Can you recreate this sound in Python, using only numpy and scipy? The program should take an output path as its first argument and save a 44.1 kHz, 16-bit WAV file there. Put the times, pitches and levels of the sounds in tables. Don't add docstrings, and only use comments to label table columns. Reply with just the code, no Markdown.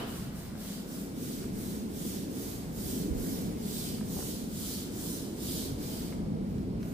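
import sys
import numpy as np
from scipy import signal
from scipy.fft import rfft, irfft, next_fast_len
from scipy.io import wavfile
from scipy.ndimage import uniform_filter1d, map_coordinates

SR = 44100
rng = np.random.default_rng(int(sys.argv[2]) if len(sys.argv) > 2 else 0)


def unload_wav(signal):
    wavfile.write(
        sys.argv[1],
        SR,
        np.round(np.clip(np.atleast_2d(signal).T, -1, 1) * 32767).astype(np.int16),
    )


def how_loud(loudness_db):
    steps = np.asarray(loudness_db, float) / 20
    return 10 ** steps


N = 305965
T = np.arange(N) / SR

# [start t/s, length/s, peak level/dB, share of the length before the peak, grit level/dB]
STROKES = [(-0.2, 0.32, -54.5, .5, 0), (0.054, 0.31, -53, 0.29, -3), (0.315, 0.26, -55.5, 0.37, -3),
           (0.545, 0.35, -51.5, 0.41, -2.5), (0.843, 0.33, -52.5, 0.36, -5), (1.13, 0.43, -50, 0.39, -3.5),
           (1.507, 0.41, -50.5, 0.38, -5), (1.881, 0.44, -47.5, 0.43, -5), (2.274, 0.46, -49.5, 0.38, -5),
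           (2.694, 0.45, -46, 0.45, -5.5), (3.123, 0.48, -48.5, 0.36, -4.5),
           (3.542, 0.52, -45.5, 0.48, -3.5), (4.027, 0.48, -45.5, 0.42, -5.5),
           (4.454, 0.48, -44.5, 0.47, -4), (4.887, 0.46, -46, 0.42, -5), (5.314, 0.45, -44, 0.51, -2.5),
           (5.776, 0.45, -49, 0.29, -2), (6.27, 0.43, -67.5, 0.66, -6), (6.792, .3, -61, 0.31, -6)]
# [t/s, left port lag/samples, left treble shade level/dB]
TURN = [(0, 4.6, -1.5), (.7, 3.4, -1), (1.2, 15.4, -5), (1.8, 14.6, -4.5), (2.7, 13.6, -9.5),
        (3.3, 19, -11), (3.8, 15.8, -6.5), (4.3, 13.8, -5), (4.8, 8.1, -4), (5.3, 9.8, -4.5), (6, 15, -5),
        (6.94, 13, -9.5)]


def unit(x):
    return x / np.sqrt(np.mean(x ** 2) + 1e-20)


def along(points, hz):
    f, value = np.transpose(points)
    return np.interp(np.log(hz + 1), np.log(f + 1), value)


def curves(rows):
    s, *columns = np.transpose(rows)
    return [np.interp(T, s, column) for column in columns]


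def wobble(rate):
    return map_coordinates(rng.standard_normal(400), [T * rate], mode="wrap")


def filtered(x, response):
    m = next_fast_len(N + SR // 2)
    return irfft(rfft(x, m) * response(np.fft.rfftfreq(m, 1 / SR)), m)[..., :N]


def coloured(x, spectrum):
    return unit(filtered(x, lambda hz: how_loud(along(spectrum, hz))))


def patchy(x, patchy_db):
    z = signal.stft(x, nperseg=512)[2]
    field = uniform_filter1d(rng.standard_normal(z.shape[-2:]), size=6, axis=0)
    field = uniform_filter1d(field, size=10, axis=1)
    return signal.istft(z * how_loud(patchy_db * unit(field)), nperseg=512)[1][..., :N]


def ports(shared, apart):
    # [f/Hz, left-right likeness]
    likeness = [(30, 0.68), (70, 1), (150, 0.9), (290, 0.84), (800, 0.2), (1550, 0.52), (3000, 0.26),
                (15000, 0.055)]
    late = map_coordinates(shared, [np.arange(N) - curves(TURN)[0]], mode="nearest")
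    alike = lambda hz: np.clip(along(likeness, hz), 0, 1)
    direct = filtered(np.array([late, shared]), lambda hz: np.sqrt(alike(hz)))
    diffuse = filtered(apart, lambda hz: np.sqrt(1 - alike(hz)))
    return direct + diffuse


def flicks(scatter_db):
    sizes = np.clip(rng.standard_normal((3, N)), -3, 3)
    snaps = unit(rng.standard_normal((3, N)) * how_loud(scatter_db * sizes))
    snaps = patchy(snaps, patchy_db=1.3)
    return ports(snaps[0], snaps[1:])


def strokes(law, lean_db):
    start, length, _, share = np.array(STROKES)[:, :4, None].transpose(1, 0, 2)
    coarse_t = T[::64]
    progress = np.clip((coarse_t - start) / length, 0, 1)
    bend = np.log(.5) / np.log(np.clip(share, .1, .9))
    speed = np.abs(np.sin(np.pi * progress ** bend)) * (progress < 1)
    turning = .25 * np.exp(-((coarse_t - start) / 0.062) ** 2)
    return np.hypot(speed, turning) ** law * how_loud(lean_db * (progress - .5))


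def played(gains, peak_db):
    return np.interp(T, T[::64], np.linalg.norm(gains * how_loud(peak_db)[:, None], axis=0))


def brush():
    # [f/Hz, density level/dB per Hz]
    hiss_spectrum = [(2500, -120), (4000, -47), (5000, -11.5), (5400, 1.5), (5800, 1), (7500, 2),
                     (9200, 2.5), (10300, -2.5), (11200, -49), (14000, -120)]
    grit_spectrum = [(1700, -40), (2200, -11), (2700, -10), (3050, -1.5), (4300, 0), (5000, -1),
                     (5900, -30), (8000, -120)]
    spray_spectrum = [(6000, -120), (9300, -30), (10400, -2), (11000, -3.5), (11900, 0), (13100, 0),
                      (14500, 0), (16500, 0)]
    scrape_spectrum = [(700, -5), (1100, 1.5), (1500, 4.5), (2200, 0.5), (2900, -1.5), (3600, -24),
                       (5000, -120)]
    _, _, peak_db, _, grit_db = np.transpose(STROKES)
    uneven = how_loud(0.13 * wobble(8.7) + 0.32 * wobble(30))
    tips = flicks(scatter_db=2.0)
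    hiss = played(strokes(law=1.39, lean_db=0), peak_db) * coloured(tips, hiss_spectrum)
    grit = played(strokes(law=1.26, lean_db=3.5), peak_db + grit_db) * coloured(tips, grit_spectrum)
    spray = played(strokes(law=1.53, lean_db=-2), peak_db + 2.5) * coloured(tips, spray_spectrum)
    scrape_db = np.minimum(-57.5 + 0.11 * (peak_db + 46.5), peak_db + 2.5)
    drag = coloured(flicks(scatter_db=5.5), scrape_spectrum)
    scrape = played(strokes(law=0.61, lean_db=0), scrape_db) * drag
    return uneven * (hiss + grit + spray + scrape)


def bay(x):
    # [f/Hz, t60/s]
    decay_times = [(300, 0.82), (2000, 1), (8000, 0.99), (15000, 0.59)]
    hz, t, z = signal.stft(rng.standard_normal((2, SR // 2)), SR, nperseg=256)
    decay = how_loud(-60 * t / along(decay_times, hz)[:, None])
    tail = signal.istft(z * decay, SR, nperseg=256)[1]
    return signal.fftconvolve(x, tail / np.linalg.norm(tail[0]), axes=1)[:, :N]


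def clatter():
    # [centre f/Hz, width/Hz, level/dB]
    modes = [
        (657, 81, 0),
        (990, 360, -4),
        (1430, 550, -5),
        (3000, 270, -6.5),
        (3770, 650, -16),
    ]

    def ringing(f):
        total = 0
        for k, (centre, width, db) in enumerate(modes):
            damping = 1j * f * width
            total = total + (-1) ** k * how_loud(db) * damping / (centre * centre - f * f + damping)
        return total

    decay = how_loud(-41.0 - 60 * T / 0.95)
    return decay * unit(filtered(rng.standard_normal((2, N)), ringing))


def yard():
    # [t/s, traffic level/dB, lean from hum towards drone/dB]
    course = [(0, -41, -0.5), (.3, -42.5, -2.7), (.55, -39.5, 0.5), (.85, -40.5, 0), (1.3, -38.5, 0),
              (1.7, -37, -0.8), (2.15, -38, -.5), (2.65, -40, 1.3), (3.2, -34, 2.5), (3.8, -38, -2.5),
              (4.2, -36.5, 1.2), (4.6, -40, -1.8), (5.0, -39.5, 0.5), (5.4, -39, 3), (5.85, -39, 2.5),
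              (6.25, -36, -2), (6.6, -37, -1.9), (6.94, -38, -1)]
    # [t/s, half length/s, lift level/dB]
    passes = [
        (1.6, .5, 0.5),
        (2.9, .15, 1),
        (4.15, 0.14, 1.8),
        (5.606, 0.24, 4.5),
        (6.7, 0.32, 3),
    ]
    # [level over the mean/dB, follows traffic, follows lean, follows passes, own flutter/dB]
    layer_mix = [
        (-1.5, 1.16, -.6, 0.11, -0.04),
        (-5, 0.85, 0.79, .1, 1.67),
        (-6.5, 0.7, -0.49, 0.84, 1.8),
        (-15, 0.091, 0.081, 0.23, 1.5),
    ]
    # [f/Hz, density level/dB per Hz]
    hum_spectrum = [(60, -120), (120, -34), (160, -0.5), (205, 3.5), (255, -1), (330, -44.5), (600, -120)]
    drone_spectrum = [(100, -120), (200, -37), (260, -0.5), (320, -4.5), (410, -7), (470, -10.5),
                      (600, -21.5), (1200, -120)]
    rumble_spectrum = [(10, -62), (25, -10), (45, -3.5), (70, -3), (120, -1.5), (160, -1), (210, -37),
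                       (400, -120)]
    murmur_spectrum = [(260, -31), (450, -4), (538, -8), (644, -5), (745, -8.5), (1880, -26), (2200, -21.5),
                       (2860, -41), (4840, -120)]
    haze_spectrum = [(900, -90), (1300, -5), (1900, -12), (3000, -6), (5300, -6), (6200, -13), (9300, -10),
                     (10800, -18), (16500, -16.5)]

    def air():
        return ports(rng.standard_normal(N), rng.standard_normal((2, N)))

    traffic_db, lean_db = curves(course)
    mean_db = traffic_db.mean()
    pass_db = sum(db * np.exp(-((T - s) / half) ** 2) for s, half, db in passes)
    out = how_loud(-61.5) * coloured(air(), haze_spectrum)
    spectra = (hum_spectrum, drone_spectrum, rumble_spectrum, murmur_spectrum)
    for (db, swells, leans, lifts, flutter_db), spectrum in zip(layer_mix, spectra):
        level_db = mean_db + db + swells * (traffic_db - mean_db) + leans * lean_db
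        level_db = level_db + lifts * pass_db + flutter_db * wobble(2.99)
        out += how_loud(level_db) * coloured(air(), spectrum)
    return out


def knocks():
    # [t/s, peak level/dB, body f/Hz, tick level/dB, left-right level/dB]
    taps = [(0.324, -55, 854, -10, -0.5), (0.553, -45, 807, -17, 7), (1.427, -47, 824, -3, 8),
            (1.442, -44, 690, -39, 2), (3.984, -41, 1290, -12, 2), (4.01, -40, 940, -16, -5),
            (4.164, -50, 900, -12, -3), (4.205, -39, 1060, -12, 3), (4.226, -42, 770, -18, -4),
            (4.168, -39, 450, -27, 5), (4.19, -39.5, 436, -30, 0.1), (4.252, -52, 477, -30, -4),
            (0.65, -41, 1550, -14, -2), (6.125, -37, 1270, -15, 2), (6.132, -42, 1160, -15, -4),
            (6.582, -52.5, 930, -3, 7), (6.829, -45, 844, -2.5, 1)]
    out, t = np.zeros((2, N + SR)), np.arange(SR // 20) / SR
    for s, db, hz, tick_db, pan_db in taps:
        fade = how_loud(-60 * t * hz / 11.7) * (1 - np.exp(-t / .0004))
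        body = sum(np.sin(2 * np.pi * ratio * hz * t) for ratio in (.5, .75, 1, 1.35, 1.7))
        tick_hz = np.geomspace(1900, 5800, num=9) * rng.uniform(.95, 1.05, size=9)
        phase = rng.uniform(0, 2, size=(9, 1))
        tick = how_loud(tick_db) * np.sin(2 * np.pi * np.outer(tick_hz, t) + phase).sum(axis=0)
        gain = how_loud(db - 0.1 + np.array([[pan_db], [-pan_db]]) / 2)
        out[:, round(s * SR):][:, :len(t)] += gain * (body + tick) * fade
    return out[:, :N]


def puffs():
    # [t/s, level/dB, f/Hz, length/s]
    pushes = [
        (3.119, -23, 58, .014),
        (3.168, -30, 45, .02),
        (3.22, -35, 40, .03),
    ]
    push = np.zeros(N)
    for s, db, hz, length in pushes:
        push -= how_loud(db) * np.cos(2 * np.pi * hz * (T - s)) * np.exp(-((T - s) / length) ** 2)
    return push * how_loud([[-18], [0]])


def scene():
    scrub = brush()
    taps = knocks()
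    direct = scrub + taps
    echo = how_loud(-6.5) * bay(scrub) + how_loud(-4) * bay(taps)
    return direct + echo + clatter() + yard() + puffs()


def band_limit(x):
    return signal.sosfilt(signal.butter(12, 16610, fs=SR, output="sos"), x)


def record(dry):
    # [f/Hz, level/dB]
    port_colour = [(60, 0.4), (300, -0.3), (1200, 0.7), (3000, -0.1), (4500, -2), (6000, 0), (9600, 1),
                   (10300, -2), (11000, -6.5), (12000, -10.5), (13200, -0.5), (14600, -9.5), (16000, 0)]
    top = filtered(dry, lambda hz: 1 / (1 + (10500 / (hz + 1)) ** 30))
    shade_db = curves(TURN)[1] + 4.2
    heard = dry + top * (how_loud([shade_db, -.3 * shade_db]) - 1)
    colour = lambda hz: how_loud(np.outer([.5, -.5], along(port_colour, hz))) * (hz < 15520)
    closing = np.clip((T[-1] - T) / .004, 0, 1)
    return band_limit(filtered(heard * closing, colour))


dry = scene()
out = record(dry)
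unload_wav(out)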